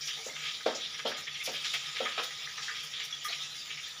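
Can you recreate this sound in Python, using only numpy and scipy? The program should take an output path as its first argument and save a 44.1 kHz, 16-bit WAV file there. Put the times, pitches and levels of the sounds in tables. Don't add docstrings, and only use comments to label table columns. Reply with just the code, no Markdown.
import sys
import numpy as np
from scipy import signal
from scipy.fft import rfft, irfft
from scipy.io import wavfile
from scipy.ndimage import uniform_filter1d

SR = 44100
rng = np.random.default_rng(int(sys.argv[2]) if len(sys.argv) > 2 else 0)


def inscribe(sig):
    pcm = np.round(np.clip(np.atleast_2d(sig).T, -1, 1) * 32767)
    wavfile.write(sys.argv[1], SR, pcm.astype(np.int16))


N = 176400
T = np.arange(N) / SR
EVENT_T = T[:SR // 2]

# frequency_hz, gain_db
BUBBLE_TONE = [(30, -60), (200, -52), (500, -25.5), (950, -14.5), (1250, -8.5), (1480, -8), (1850, -5),
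               (2300, -5), (2700, -7), (3250, 1), (3850, 1.5), (4250, -5), (4700, -2.5), (5750, -2),
               (6250, -9), (7050, -4.5), (7950, -24), (9500, -18.5), (11000, -21.5), (13700, -30.5),
               (15300, -18.5)]
# time_s, body_db, fizz_db
SIZZLE_SWELLS = [(0.0, -44, -48), (0.17, -46.5, -45.5), (0.48, -42, -47), (0.62, -44.5, -49.5),
                 (0.81, -40.5, -49.5), (0.99, -44, -49.5), (1.15, -40, -55.5), (1.4, -47.5, -48),
                 (1.6, -39.5, -45.5), (2.05, -39, -47), (2.39, -40, -48), (2.83, -42.5, -48),
                 (3.06, -45.5, -51), (3.2, -42, -48), (3.59, -44.5, -47), (4.0, -46, -50)]
# start_s, attack_s, length_s, level_db, pitch_hz, width_hz
STEAM_SPURTS = [(0.007, 0.0067, 0.079, -39, 5170, 1100), (0.07, 0.017, 0.045, -34.5, 2640, 1060),
                (0.072, 0.0031, .025, -34.5, 4670, 1500), (.125, 0.034, 0.037, -34.5, 3250, 700),
                (.16, 0.03, 0.047, -39.5, 670, 294), (0.22, 0.059, 0.071, -36.5, 5700, 1800),
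                (.355, 0.0069, 0.11, -43.5, 2230, 1830), (0.413, 0.063, 0.1, -31.5, 2530, 1960),
                (0.534, 0.0051, 0.047, -39, 3750, 1490), (0.599, 0.0097, 0.011, -36, 1470, 900),
                (0.747, 0.0066, .03, -36, 5560, 1610), (0.776, 0.0076, 0.02, -44.5, 3760, 910),
                (0.811, 0.043, 0.054, -32, 3250, 1050), (0.942, 0.0057, 0.012, -39, 1800, 1000),
                (0.975, 0.0044, 0.02, -42.5, 5170, 2200), (0.988, 0.0092, 0.013, -29.5, 1730, 2010),
                (1.057, 0.0047, 0.042, -38, 3040, 400), (1.061, 0.0082, 0.064, -37, 4200, 1300),
                (1.113, 0.0055, 0.017, -33, 1670, 800), (1.165, .006, 0.05, -46.5, 6440, 1200),
                (1.174, 0.0072, 0.042, -43.5, 1400, 900), (1.266, 0.0098, 0.026, -36, 2020, 600),
                (1.271, 0.0069, 0.02, -37.5, 3050, 500), (1.342, 0.0079, 0.083, -40, 2760, 1570),
                (1.41, 0.0067, 0.018, -35, 2350, 500), (1.442, 0.021, 0.064, -34.5, 4060, 2400),
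                (1.466, 0.0023, 0.027, -36, 2350, 350), (1.534, 0.0085, 0.086, -39, 2780, 1490),
                (1.638, 0.015, 0.037, -29.5, 3070, 3680), (1.676, .007, 0.15, -39.5, 4000, 2800),
                (1.733, 0.013, 0.029, -27, 2520, 1710), (1.822, 0.0073, .1, -45.5, 2880, 960),
                (1.949, 0.022, 0.072, -35, 2320, 1790), (2.05, 0.0069, 0.05, -32, 1700, 1180),
                (2.232, .007, 0.026, -35, 3900, 2480), (2.467, 0.0074, 0.027, -40, 1670, 497),
                (2.575, 0.01, 0.016, -31, 1510, 1000), (2.611, 0.025, 0.098, -38, 3800, 4000),
                (2.676, 0.01, 0.045, -35, 1600, 537), (2.74, 0.016, .065, -40.5, 2850, 1290),
                (2.825, .01, 0.037, -48, 1210, 1190), (2.926, .015, 0.074, -38, 3220, 932),
                (2.991, 0.013, 0.075, -36.5, 2800, 2060), (3.245, 0.0031, 0.11, -42.5, 1810, 450),
                (3.28, 0.0069, 0.051, -38, 3900, 503), (3.316, .015, 0.035, -34.5, 2840, 1420),
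                (3.379, 0.041, 0.067, -35.5, 3260, 446), (3.408, 0.018, 0.077, -44, 5570, 1400),
                (3.694, 0.016, 0.05, -37.5, 2480, 950), (3.771, 0.0066, 0.042, -41, 2320, 686),
                (3.832, 0.018, 0.084, -42.5, 3330, 1420)]
# frequency_hz, gain_db
STEAM_TONE = [(40, -47), (300, -9), (900, -7), (1200, -0.5), (2400, 3.5), (2750, 1), (3250, 5.5), (3850, 2),
              (4300, -0.5), (5600, 3), (6300, -2.5), (7100, 3), (8000, -11), (15000, -12)]
# pitch_hz, width_hz, level_db
WOK_NOTES = [(460.5, 80, -69), (810, 77, -82), (1252.3, 93, -57), (1680, 120, -74), (2195, 45, -86),
             (3203, 41, -57), (3590, 49, -63), (4750, 180, -63.5), (5840, 100, -65.5)]
# start_s, length_s, level_db
OIL_SPITS = [(0.048, 0.053, -52), (0.238, 0.038, -54), (1.071, 0.028, -49.5), (1.164, 0.047, -53),
             (1.434, 0.03, -40), (1.512, 0.049, -53), (1.642, 0.017, -64), (1.731, 0.016, -44.5),
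             (2.227, .02, -44), (2.827, 0.025, -49), (3.034, 0.023, -48), (3.239, 0.029, -41.5),
             (3.294, 0.017, -58), (3.875, 0.017, -54)]
# frequency_hz, gain_db
SPIT_TONE = [(3000, -21), (6000, 14), (7500, -3.5), (9500, 5.5), (12000, 3), (13700, 1), (15200, 3)]
# start_s, push_db, pitch_hz, crack_db
DULL_THUMPS = [(.261, -35, 507, -47), (.659, -18, 530, -28.5), (1.0502, -21.5, 587, -33),
               (1.473, -30, 540, -42.5), (2.001, -24.5, 554, -38.5)]
# pitch_hz, gain_db, fade_s
THUMP_NOTES = [(220.4, -16, 0.53), (257.5, -12.5, 0.35), (341, -22, 0.49), (449, -3, .28), (510, -7, 0.093),
               (567, -14, 0.39), (625, -17, 0.22), (743.5, -4, 0.21), (910, -9.5, .26), (1117, -33, .25),
               (1335, -9, .27)]
# frequency_hz, gain_db
CRACK_TONE = [(40, -50), (110, -23), (250, -4), (700, 4.5), (1000, -3.5), (1300, -4), (2300, -9.5),
              (3200, -10), (5000, -12), (8000, -32), (15000, -48)]
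# start_s, level_db
UTENSIL_CLACKS = [(1.733, -49), (2.176, -30.5), (3.285, -45.5)]
# frequency_hz, gain_db
CLACK_TONE = [(50, -42), (200, -14), (330, -12), (450, 3.5), (580, -6), (720, 9.5), (950, -8.5),
              (1250, 7.5), (1600, -5), (3300, 2), (5500, -16), (8000, -31), (15000, -39)]
# start_s, pitch_hz, level_db, fade_s
METAL_CLINKS = [(.294, 2112, -35, 0.053), (1.400, 2126, -33, 0.051), (3.124, 3376, -26.5, 0.02),
                (3.248, 1217, -33, 0.1)]
# pitch_ratio, gain_db
CLINK_OVERTONES = [(1.63, -7), (2.7, 0), (4.3, -7)]
# frequency_hz, gain_db
FLAME_TONE = [(20, -32), (35, -24), (50, -3), (75, 2.5), (110, -3.5), (150, 7.5), (200, -1.5), (300, -3.5),
              (480, -4.5), (650, -2.5), (1000, -8), (2000, -6), (8000, -51)]
# frequency_hz, fade_s
ECHO_FADES = [(150, 0.42), (600, 0.32), (3000, 0.33), (8000, 0.19), (15000, 0.16)]

BUBBLES_PER_S, RISE_OCTAVES_PER_S = 6000, 3.95
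PATCH_DB, FIZZ_ABOVE_HZ, BODY_GAIN_DB, FIZZ_GAIN_DB = 3.07, 4680, -4.5, -2.5
POPS_PER_S, POP_LOW_HZ, POP_HIGH_HZ = 120, 1703, 6495
PUSH_PEAK_S, PUSH_WIDTH_S, PUSH_RISE_HZ_PER_S = 0.00601, 0.003, 24000
RING_GAIN_DB, RING_ATTACK_S = -11.5, 0.0068
CLINK_ATTACK_S, CLINK_TOP_HZ = 0.0062, 5400


def sizzle():
    grid = signal.stft(crackle(N, spread_db=3), nperseg=512, noverlap=384)[2]
    patches = uniform_filter1d(rng.standard_normal(grid.shape), size=9, axis=0)
    patches = unit(uniform_filter1d(patches, size=11, axis=1))
    flaring = signal.istft(grid * amp(PATCH_DB * patches), nperseg=512, noverlap=384)[1][:N]
    bubbles = colour(flaring, BUBBLE_TONE)
    body = signal.sosfiltfilt(signal.butter(4, FIZZ_ABOVE_HZ, fs=SR, output="sos"), bubbles)
    times, body_db, fizz_db = np.transpose(SIZZLE_SWELLS)
    out = unit(body) * amp(BODY_GAIN_DB + np.interp(T, times, body_db))
    out += unit(bubbles - body) * amp(FIZZ_GAIN_DB + np.interp(T, times, fizz_db))
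    return kitchen(out, wet_db=-1.5)


def pops():
    out, t = np.zeros(N), T[:4096]
    shape = np.minimum(t / 0.0018, 1) * np.exp(-t / 0.0084)
    for when, height, softness in rng.random((int(POPS_PER_S * N / SR), 3)):
        start_hz = POP_LOW_HZ * (POP_HIGH_HZ / POP_LOW_HZ) ** height
        pitch = start_hz * 2 ** (RISE_OCTAVES_PER_S * t)
        note = unit(resonate(rng.standard_normal(len(t)), pitch, width_hz=148))
        add(out, when * N / SR, amp(-39.75 - softness) * note * shape)
    return kitchen(colour(out, BUBBLE_TONE), wet_db=-0.5)


def steam():
    out = np.zeros(N)
    for start, attack, length, db, hz, width in STEAM_SPURTS:
        pitch = hz * 2 ** (RISE_OCTAVES_PER_S * np.minimum(EVENT_T, 2 * length))
        fizz = unit(resonate(crackle(len(EVENT_T), spread_db=2.5), pitch, width * np.sqrt(2)))
        sag_db = -10.5 * np.minimum(EVENT_T / length, 1)
        add(out, start, fizz * amp(db + sag_db) * envelope(attack, length, release_s=0.011))
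    return kitchen(colour(out, STEAM_TONE), wet_db=-8.5)


def wok_ring(frying):
    return sum(amp(db) * unit(resonate(frying, hz, width)) for hz, width, db in WOK_NOTES)


def spits():
    out = np.zeros(N)
    for start, length, db in OIL_SPITS:
        hiss = unit(colour(rng.standard_normal(len(EVENT_T)), SPIT_TONE))
        add(out, start, amp(db) * hiss * envelope(0.007, length, release_s=0.0061))
    return kitchen(out, wet_db=-3.5)


def thumps():
    blows, rings, t = np.zeros(N), np.zeros(N), EVENT_T
    from_peak = t - PUSH_PEAK_S
    for start, db, push_hz, crack_db in DULL_THUMPS:
        cycles = (push_hz + 0.5 * PUSH_RISE_HZ_PER_S * from_peak) * from_peak
        push = np.exp(-(from_peak / PUSH_WIDTH_S) ** 2) * np.cos(2 * np.pi * cycles)
        ring = sum(amp(gain - 60 * t / fade) * np.sin(2 * np.pi * (hz * t + rng.random()))
                   for hz, gain, fade in THUMP_NOTES)
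        crack = unit(colour(rng.standard_normal(len(t)), CRACK_TONE))
        crack *= envelope(0.0042, 0.005, release_s=0.033)
        add(blows, start, amp(db) * push + amp(crack_db) * crack)
        add(rings, start, amp(db + RING_GAIN_DB) * ring * np.minimum(t / RING_ATTACK_S, 1))
    return kitchen(blows, wet_db=-5) + rings


def utensil():
    clacks, clinks, t = np.zeros(N), np.zeros(N), EVENT_T
    for start, db in UTENSIL_CLACKS:
        scrape = unit(colour(crackle(len(t), spread_db=0.5), CLACK_TONE))
        add(clacks, start, amp(db) * scrape * envelope(0.0035, 0.028, release_s=0.011))
    for start, hz, db, fade in METAL_CLINKS:
        ring = np.sin(2 * np.pi * hz * t)
        ring += sum(amp(gain) * np.sin(2 * np.pi * hz * ratio * t)
                    for ratio, gain in CLINK_OVERTONES if hz * ratio < CLINK_TOP_HZ)
        shape = envelope(CLINK_ATTACK_S, CLINK_ATTACK_S, release_s=fade / np.log(1000))
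        add(clinks, start, amp(db) * ring * shape)
    return kitchen(clacks, wet_db=-6.5) + kitchen(clinks, wet_db=-5.5)


def burner():
    rush = unit(colour(rng.standard_normal(N), FLAME_TONE))
    hum = unit(resonate(rng.standard_normal(N), hz=146.7, width_hz=12))
    return amp(-63.5) * rush + amp(-67.5) * hum


def kitchen(x, wet_db):
    t = EVENT_T
    bounces = rng.standard_normal(len(t)) * (rng.random(len(t)) < 0.1) * (t > 0.003)
    hz, times, grid = signal.stft(bounces, SR, nperseg=256)
    fading = amp(-60 * times / look_up(ECHO_FADES, hz)[:, None])
    tail = signal.istft(grid * fading, SR, nperseg=256)[1]
    echo = signal.fftconvolve(x, tail / np.linalg.norm(tail))[:N]
    return (x + amp(wet_db) * echo) / np.hypot(1, amp(wet_db))


def crackle(size, spread_db):
    strength = amp(spread_db * np.minimum(rng.exponential(1, size), 5))
    return unit(strength * rng.choice([-1, 1], size) * (rng.random(size) < BUBBLES_PER_S / SR))


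def resonate(x, hz, width_hz):
    turn = np.exp(2j * np.pi * np.cumsum(hz * np.ones(len(x))) / SR)
    decay = np.exp(-np.pi * width_hz / SR)
    return (turn * signal.lfilter([(1 - decay) ** 2], [1, -2 * decay, decay ** 2], x / turn)).real


def envelope(attack_s, hold_s, release_s):
    return np.minimum(EVENT_T / attack_s, 1) * np.exp(-np.maximum(EVENT_T - hold_s, 0) / release_s)


def colour(x, tone):
    return irfft(rfft(x) * amp(look_up(tone, np.fft.rfftfreq(len(x), 1 / SR))), len(x))


def look_up(table, hz):
    frequencies, values = np.transpose(table)
    return np.interp(np.log(hz + 1), np.log(frequencies), values)


def add(mix, start_s, sound):
    part = mix[max(round(start_s * SR), 0):][:len(sound)]
    part += sound[:len(part)]


def amp(db):
    return 10 ** (np.asarray(db) / 20)


def unit(x):
    return x / np.sqrt(np.mean(x ** 2) + 1e-20)


def scene():
    frying = sizzle() + pops() + steam()
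    return np.tile(frying + wok_ring(frying) + spits() + thumps() + utensil() + burner(), (2, 1))


def record(dry):
    low_pass = signal.firwin(1023, cutoff=15550, window=("kaiser", 9), fs=SR)
    return signal.oaconvolve(dry, low_pass[None], "same")


dry = scene()
out = record(dry)
inscribe(out)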